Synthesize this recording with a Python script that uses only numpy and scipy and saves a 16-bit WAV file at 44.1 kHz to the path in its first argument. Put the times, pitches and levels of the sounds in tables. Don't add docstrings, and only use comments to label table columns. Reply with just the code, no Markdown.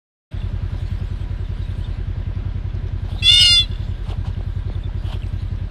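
import sys
import numpy as np
from scipy import signal
from scipy.fft import rfft, irfft
from scipy.io import wavfile
from scipy.ndimage import uniform_filter1d

SR = 44100
rng = np.random.default_rng(int(sys.argv[2]) if len(sys.argv) > 2 else 0)


def pcm_store(signal):
    levels = np.round(np.clip(np.atleast_2d(signal), -1, 1) * 32767)
    wavfile.write(sys.argv[1], SR, levels.astype(np.int16).T)


def volts_from_decibels(level):
    exponent = np.asarray(level, float) / 20
    return 10 ** exponent


N = 251370

START_S = 0.309

# (frequency [Hz], level [dB per Hz])
WASH = [(60, -18), (120, 6), (200, -4), (300, -13), (600, -16.5), (1000, -21.5), (1600, -20.5), (2500, -25),
        (3600, -26), (5000, -36.5), (7000, -48), (13000, -58.5)]
WASH_DB, WASH_FADE_DB_PER_S = -40, 0.38
# (frequency [Hz], width [Hz], level [dB])
HOUSING_HUMS = [(597, 46, -60), (988, 58, -59.5), (1597, 70, -61.5), (713, 14, -71.5)]
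# (time [s], level [dB])
BREEZE = [(.32, -63), (.6, -70.5), (.78, -60.5), (1.54, -67.5), (1.84, -60), (2.09, -78.5), (2.95, -80.5),
          (3.1, -57), (3.7, -65.5), (4.0, -65), (4.1, -58), (4.18, -68), (4.99, -67), (5.05, -61.5),
          (5.16, -61), (5.21, -65.5), (5.3, -62), (5.7, -71)]
# (frequency [Hz], level [dB per Hz])
LEAF_COLOUR = [(1760, -42), (3000, -3.5), (3930, 0), (5610, -16), (9280, -15), (10900, -25.5), (13000, -22)]

# (time [s], peak level [dB], frequency [Hz])
TICKS = [(0.4165, -40, 3430), (2.341, -45, 3470), (2.7058, -43.5, 3440), (4.348, -39.5, 2910),
         (4.752, -36.5, 3530), (5.2206, -35.5, 3120), (5.233, -33.5, 2700)]
# (time [s], length [s], start frequency [Hz], end frequency [Hz], level [dB])
CHIRPS = [(0.4, 0.012, 3600, 3480, -41), (0.414, .014, 2760, 2760, -39.5), (.415, 0.042, 3500, 3430, -46),
          (1.44, 0.032, 3800, 3360, -48.5), (1.61, 0.03, 3900, 3680, -45), (1.63, .02, 3610, 3270, -52),
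          (1.64, .028, 3950, 3650, -46), (1.694, 0.041, 3750, 3600, -55), (1.841, 0.014, 3720, 3430, -38),
          (1.847, 0.023, 3590, 3600, -44), (4.834, 0.013, 3710, 3420, -38),
          (4.839, 0.035, 3610, 3450, -43.5)]
# (time [s], level [dB], length [s])
SNAPS = [(2.356, -58, .012), (2.752, -51, .015), (2.872, -54, .009), (2.885, -53, .009), (5.267, -49, .009),
         (5.328, -56, .008), (5.446, -62, .01), (5.561, -52.5, .005)]
# (frequency [Hz], level [dB per Hz])
STALK_COLOUR = [(1500, -16.5), (3000, 3), (5500, 6), (8000, -18), (10000, -10), (13000, -27)]

# (time [s], firings so far [count])
CRANK = [(.3122, 0), (1.2763, 10), (1.4676, 12), (1.5671, 13), (1.7547, 15), (1.953, 17), (2.2428, 20),
         (2.8067, 26), (3.4771, 33), (3.7699, 36), (3.8618, 37), (4.0574, 39), (4.7271, 46), (4.9216, 48),
         (5.3043, 52), (5.5852, 55)]
# (frequency [Hz], peak pressure [1], swell time [s], delay [s])
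BLOW_RINGS = [(91.4, .137, .0103, .0259), (121.8, .029, .0248, .0100), (177.5, .024, .0091, .0148)]
# (frequency [Hz], peak pressure [1], swell time [s], delay [cycles])
STROKE_RINGS = [(49.9, .070, .0197, .3936), (36.9, -.052, .0434, .3891), (75.9, .029, .0161, .5923)]
# (frequency [Hz], level [dB], swell time [s], delay after firing [s])
VALVE_KNOCKS = [(214, -43.5, 0.011, 0.023), (345.2, -38.5, 0.0062, .043), (349, -43.5, 0.0036, .023)]
ENGINE_DB = 0.5
IDLE_CYCLE_S, QUICK_DB_PER_MS, BLOW_SCATTER_DB = .096, .26, .7
MISFIRE, MISFIRE_DB = 38, -8

# (start [s], length [s], level [dB], nostril hiss level [dB])
SNORTS = [
    (3, 0.22, -51.5, -54.5),
    (4.033, .13, -41, -53),
    (4.219, 0.13, -47, -71),
    (5.006, 0.2, -44.5, -48),
]
# (frequency [Hz], level [dB per Hz])
NOSE_COLOUR = [(300, -11), (800, 4.5), (1300, -5), (2000, -16.5), (3000, -5.5), (4200, -10.5), (6000, -23),
               (9000, -27), (13000, -43.5)]
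# (frequency [Hz], level [dB per Hz])
NOSTRIL_COLOUR = [(1800, -34), (2600, -4.5), (3200, 3), (3900, -16.5), (5500, -29)]
# (time [s], peak level [dB], frequency [Hz])
PLOPS = [(0.741, -38, 600), (1.299, -59, 587), (2.158, -40, 507), (2.214, -42, 577), (2.312, -38, 570),
         (2.749, -40.5, 460), (3.089, -38, 764), (3.114, -36, 548), (3.145, -37, 467), (3.162, -36, 800),
         (3.187, -41, 470), (4.062, -52, 734), (4.074, -43, 686), (4.1, -37, 390), (4.119, -29.5, 460),
         (4.127, -31, 740), (4.245, -37, 1020), (4.297, -38, 390), (4.813, -55, 525), (4.892, -40, 885),
         (5.088, -38, 666), (5.104, -35, 750), (5.126, -34.5, 970), (5.152, -34.5, 444), (5.261, -40, 418)]
# (time [s], peak level [dB])
THUMPS = [
    (4.4085, -31),
    (4.6995, -28.5),
]

# (time [s], frequency [Hz])
PITCH = [
    (3.222, 673),
    (3.272, 683.3),
    (3.312, 712.7),
    (3.36, 717.7),
    (3.42, 722.7),
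    (3.50, 705.1),
    (3.605, 691.2),
    (3.657, 662),
]
# (time [s], effort [dB], lower resonance [Hz], upper resonance [Hz])
MOUTH = [
    (3.222, -17.5, 3030, 5850),
    (3.261, -10, 3314, 5560),
    (3.294, 0, 3343, 6700),
    (3.396, -1, 3274, 6370),
    (3.445, -7.5, 2960, 3850),
    (3.53, -6, 3290, 4397),
    (3.548, -8, 3320, 4660),
    (3.614, -13.5, 3548, 6750),
    (3.658, -28, 3760, 6580),
]
LOWER_WIDTH_HZ, UPPER_WIDTH_HZ, UPPER_DB, TILT_DB_PER_KHZ = 189, 1200, -13.5, 2
# (frequency [Hz], level [dB])
THROAT = [(700, -28), (1420, -18.5), (2130, -9), (5700, -17.5), (6400, -19), (7050, -32), (7750, -18),
          (8450, -17), (9150, -20.5), (9850, -31.5), (10600, -29), (11300, -41.5), (12600, -36),
          (13400, -27)]
# (time [s], depth [dB], share on overtone 5 rather than 4 [0-1])
SLIPS = [(3.23, -11, .2), (3.2766, 18, .45), (3.2913, 11, .99), (3.3125, 47, .78), (3.3293, 23, .95),
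         (3.3545, 33, .12), (3.367, 22, .99), (3.3895, 16, .07), (3.406, 15, .99), (3.442, 27, .57),
         (3.449, 17, .99)]
# (from overtone [number], overtones back [count], shift [Hz])
COPIES = [(10, 8, 5512.5), (17, 14, 9690)]
# (frequency [Hz], level [dB per Hz])
BREATH_COLOUR = [(1500, 2), (3200, -15), (4800, 15), (6800, -2.5), (8600, -1), (10500, -30), (13000, -28.5)]
BREATH_DB, CLEAN_BREATH_DB = -19.5, -28
PUFF_DB, PUFF_S = 17, .012
SHUT_S, LEAK_DB_PER_S = 3.6, 366
RASP_FROM_S, RASP_TO_S, RASP_EDGE_S = 3.37, 3.485, .028
PATTERN, RASP_PATTERN = .06, .19
JITTER, RASP_JITTER, CLEAN_JITTER = .005, .006, .0013


def evened(x):
    return x / np.sqrt(np.mean(x ** 2) + 1e-20)


def drift(count, *sizes):
    x = rng.standard_normal(count)
    for size in sizes:
        x = uniform_filter1d(x, size=size)
    return evened(x)


def read(points, hz):
    f, value = np.transpose(points)
    return np.interp(np.log(hz + 1), np.log(f + 1), value)


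def add(mix, s, sound):
    part = mix[round(s * SR):][:len(sound)]
    part += sound[:len(part)]


def noise(spectrum, patchy_db, flicker_db):
    frames, hz = N // 128 + 5, np.fft.rfftfreq(512, 1 / SR)
    a, b, patches = rng.standard_normal((frames, 257, 3)).T
    patches = uniform_filter1d(patches, size=8, axis=0)
    patches = evened(uniform_filter1d(patches, size=20, axis=1))
    level_db = read(spectrum, hz)[:, None] + patchy_db * patches + flicker_db * drift(frames, 6)
    z = (a + 1j * b) * volts_from_decibels(level_db)
    return evened(signal.istft(z, nperseg=512, noverlap=384)[1][:N])


def ring(t, hz, swell):
    u = np.maximum(t, 0)
    return u / swell * np.exp(1 - u / swell) * np.sin(2 * np.pi * hz * u)


def housing():
    hz = np.fft.rfftfreq(N, 1 / SR)
    shake = rfft(rng.standard_normal(N))
    out = np.zeros(N)
    for f, width, db in HOUSING_HUMS:
        out += volts_from_decibels(db) * evened(irfft(shake / (1 + (2 * (hz - f) / width) ** 2), N))
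    return out


def air():
    t = np.arange(N) / SR
    breeze_db = np.interp(t, *np.transpose(BREEZE)) + 6.5
    leaves = volts_from_decibels(breeze_db) * noise(LEAF_COLOUR, patchy_db=-5.0, flicker_db=1.5)
    wash = volts_from_decibels(WASH_DB) * noise(WASH, patchy_db=1.1, flicker_db=0.4) + housing()
    return volts_from_decibels(WASH_FADE_DB_PER_S * (2.0 - t)) * wash + leaves


def small_sounds():
    out, t = np.zeros(N), np.arange(SR // 50) / SR
    for s, db, hz in TICKS:
        spray = .5 * rng.standard_normal(len(t)) * np.exp(-t / .002)
        add(out, s, volts_from_decibels(db) * (ring(t, hz, swell=0.0011) + 0.15 * spray))
    for s, length, hz_from, hz_to, db in CHIRPS:
        hz = np.linspace(hz_from, hz_to, round(length * SR))
        add(out, s, volts_from_decibels(db) * np.sin(2 * np.pi * np.cumsum(hz) / SR) * np.hanning(len(hz)))
    return out


def snaps():
    gate = np.zeros(N)
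    for s, db, length in SNAPS:
        add(gate, s - length / 2, volts_from_decibels(db) * np.hanning(round(length * SR)))
    return gate * noise(STALK_COLOUR, patchy_db=2.0, flicker_db=1.0)


def engine():
    out, t = np.zeros(N), np.arange(SR // 4) / SR
    when, fired = np.transpose(CRANK)
    s = np.interp(np.arange(fired[-1] + 1), fired, when)
    quick_ms = 1000 * (IDLE_CYCLE_S - np.diff(s, prepend=s[0] - IDLE_CYCLE_S))
    blow_db = QUICK_DB_PER_MS * quick_ms + BLOW_SCATTER_DB * rng.standard_normal(len(s))
    blow_db[MISFIRE] = MISFIRE_DB
    cycles = np.diff(s, append=s[-1] + np.mean(np.diff(s)))
    chance = np.clip(rng.standard_normal((len(s), 3, 3)), -1.6, 1.6)
    for at, db, cycle, (wobble, force, late) in zip(s, blow_db, cycles, chance):
        for hz, peak, swell, delay in BLOW_RINGS:
            add(out, at, volts_from_decibels(db) * peak * ring(t - delay, hz, swell))
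        for g, (hz, peak, swell, delay) in zip(wobble, STROKE_RINGS):
            add(out, at, volts_from_decibels(0.48 * g) * peak * ring(t - delay * cycle, hz, swell))
        for g, lag, (hz, knock_db, swell, delay) in zip(force, late, VALVE_KNOCKS):
            knock = ring(t - delay - 0.00204 * lag, hz * (1 + 0.033 * g), swell)
            add(out, at, volts_from_decibels(knock_db + 1.3 * g) * knock)
    return volts_from_decibels(ENGINE_DB) * out


def dog():
    gate, hiss, out, t = np.zeros(N), np.zeros(N), np.zeros(N), np.arange(SR // 20) / SR
    for s, length, db, hiss_db in SNORTS:
        blow = signal.windows.tukey(round(length * SR), .8)
        add(gate, s, volts_from_decibels(db) * blow)
        add(hiss, s, volts_from_decibels(hiss_db) * blow)
    for s, db, hz in PLOPS:
        add(out, s, volts_from_decibels(db) * ring(t, hz * (1 - 6 * t), swell=0.0023))
        add(out, s, volts_from_decibels(db - 3.5) * ring(t - .004, hz * 1.49, swell=0.0013))
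    for s, db in THUMPS:
        turns = 170 * t + 2.0 * (1 - np.exp(-t / .0025))
        add(out, s, volts_from_decibels(db) * np.sin(2 * np.pi * turns) * np.exp(-t / .011))
    snort = gate * noise(NOSE_COLOUR, patchy_db=0.5, flicker_db=5.0)
    return out + snort + hiss * noise(NOSTRIL_COLOUR, patchy_db=0.0, flicker_db=-5.5)


def banks(x):
    t = np.arange(SR) / SR
    taps = rng.choice([-1., 1.], len(t)) * (rng.random(len(t)) < .03)
    taps = taps * volts_from_decibels(-60 * t / .95) * (t > .09)
    dull = signal.sosfilt(signal.butter(3, 4600, fs=SR, output="sos"), x)
    sway = drift(N, 90)
    return signal.fftconvolve(dull, taps / np.linalg.norm(taps))[:N] * (.8 + .55 * sway)


def mouth(hz, effort_db, lower_hz, upper_hz):
    lower = 1 / (1 + 2j * (hz - lower_hz) / LOWER_WIDTH_HZ)
    upper = volts_from_decibels(UPPER_DB) / (1 + 2j * (hz - upper_hz) / UPPER_WIDTH_HZ)
    return effort_db + TILT_DB_PER_KHZ * (hz / 1000 - 3.5) + 20 * np.log10(abs(lower + upper))


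def throat_catches(t):
    at, depth_db, upper = np.transpose(SLIPS)
    dip4_db, dip5_db = depth_db * (1 - upper), depth_db * upper
    gap = t[:, None] - at
    notch = 1 / (1 + (gap / 0.0013) ** 2)
    swing = np.tanh(gap / .0012) * np.exp(-abs(gap) / .007)
    catch_db = {4: -notch @ dip4_db, 5: -notch @ dip5_db}
    kick = {4: swing @ dip4_db / 90, 5: swing @ dip5_db / 70}
    others_db = .3 * (-notch @ np.maximum(dip4_db + dip5_db, 0))
    return catch_db, kick, others_db


def bleat():
    s, *controls = np.transpose(MOUTH)
    t = np.arange(s[0], s[-1], 1 / SR)
    hz = np.interp(t, *np.transpose(PITCH))
    shape = [np.interp(t, s, c) for c in controls]
    loud_db = [mouth(k * hz, *shape) for k in range(4, 8)]
    effort_db = np.mean(loud_db, axis=0)
    turns = np.cumsum(hz) / SR
    shut_for = np.maximum(t - SHUT_S, 0)

    rasp, strained = np.clip([(t - RASP_FROM_S) / RASP_EDGE_S, (RASP_TO_S - t) / RASP_EDGE_S], 0, 1)
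    pattern = strained * (PATTERN + (RASP_PATTERN - PATTERN) * rasp)
    jitter = CLEAN_JITTER + strained * (JITTER + (RASP_JITTER - JITTER) * rasp - CLEAN_JITTER)
    shake = jitter * drift(len(t), 120, 60)
    unsteady = 1 + .28 * drift(len(t), 300, 200)
    triple = pattern * unsteady * np.exp(2j * np.pi * turns / 3)
    catch_db, kick, others_db = throat_catches(t)

    breath_db = CLEAN_BREATH_DB + strained * (BREATH_DB - CLEAN_BREATH_DB)
    breath_db = breath_db + PUFF_DB * np.exp((s[0] - t) / PUFF_S) + LEAK_DB_PER_S * shut_for
    out = volts_from_decibels(effort_db + breath_db) * noise(BREATH_COLOUR, patchy_db=0.0, flicker_db=1.5)[:len(t)]
    for k in range(1, 19):
        back, shift_hz = max([(0, 0)] + [row[1:] for row in COPIES if k >= row[0]])
        source = k - back
        wander = drift(len(t), 900, 500)
        if 4 <= k <= 7:
            db = loud_db[k - 4]
        else:
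            db = effort_db + read(THROAT, source * hz + shift_hz) + 0.3 * k * wander
        if k == 8:
            db = db + 0.9 * (effort_db - loud_db[2])
        if k > 6:
            db = db - 260 * shut_for
        if k < 3:
            db = db - 40 * np.maximum(3.33 - t, 0)
        db = db + catch_db.get(source, others_db)

        share = .9 if k > 8 else 1.4 if k == 3 else .6 if k < 3 else 1
        centre_db = mouth(k * hz, *shape)
        above = volts_from_decibels(0.6 * (mouth((k + 1 / 3) * hz, *shape) - centre_db))
        below = volts_from_decibels(0.6 * (mouth((k - 1 / 3) * hz, *shape) - centre_db))
        sidebands = above * triple + 0.5 * below * triple.conj()
        cycles = source * (turns + shake) + shift_hz * t + kick.get(source, 0) + rng.random()
        wave = (1 + share * np.exp(1j * wander) * sidebands) * np.exp(2j * np.pi * cycles)
        out += np.sqrt(2) * volts_from_decibels(db) * wave.real
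    fade_in = np.clip((t - s[0]) / .003, 0, 1)
    fade_out = np.clip((s[-1] + .002 - t) / .014, 0, 1)
    return s[0], out * fade_in * fade_out


def scene():
    fawn = np.zeros(N)
    add(fawn, *bleat())
    echo = volts_from_decibels(-33) * banks(fawn)
    return (air() + small_sounds() + snaps() + engine() + dog() + echo + fawn)[None]


def starve(x, under_db):
    hz, _, z = signal.stft(x, SR, nperseg=2048)
    power = abs(z) ** 2
    band = np.repeat(power[:1024].reshape(128, 8, -1).mean(axis=1), 8, axis=0)
    tilt_db = read([(800, -8), (1200, -1), (2500, 0), (6500, -6), (13000, -12)], hz[:1024])
    limit = power[hz > 1500].sum(axis=0) * volts_from_decibels(2 * (under_db + tilt_db))[:, None]
    z[:1024] *= np.where((band < limit) & (hz[:1024, None] > 860), .08, 1)
    return signal.istft(z, SR, nperseg=2048)[1][:N]


def roll_off(x):
    return signal.sosfilt(signal.butter(12, 13500, fs=SR, output="sos"), x)


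def record(dry):
    opened = dry[0] * np.clip((np.arange(N) / SR - START_S) / 0.011, 0, 1)
    rounded = opened / (1 + abs(opened) ** 8) ** (1 / 8)
    thinned = starve(rounded, under_db=-51.5)
    return roll_off(thinned[None])


dry = scene()
out = record(dry)
pcm_store(out)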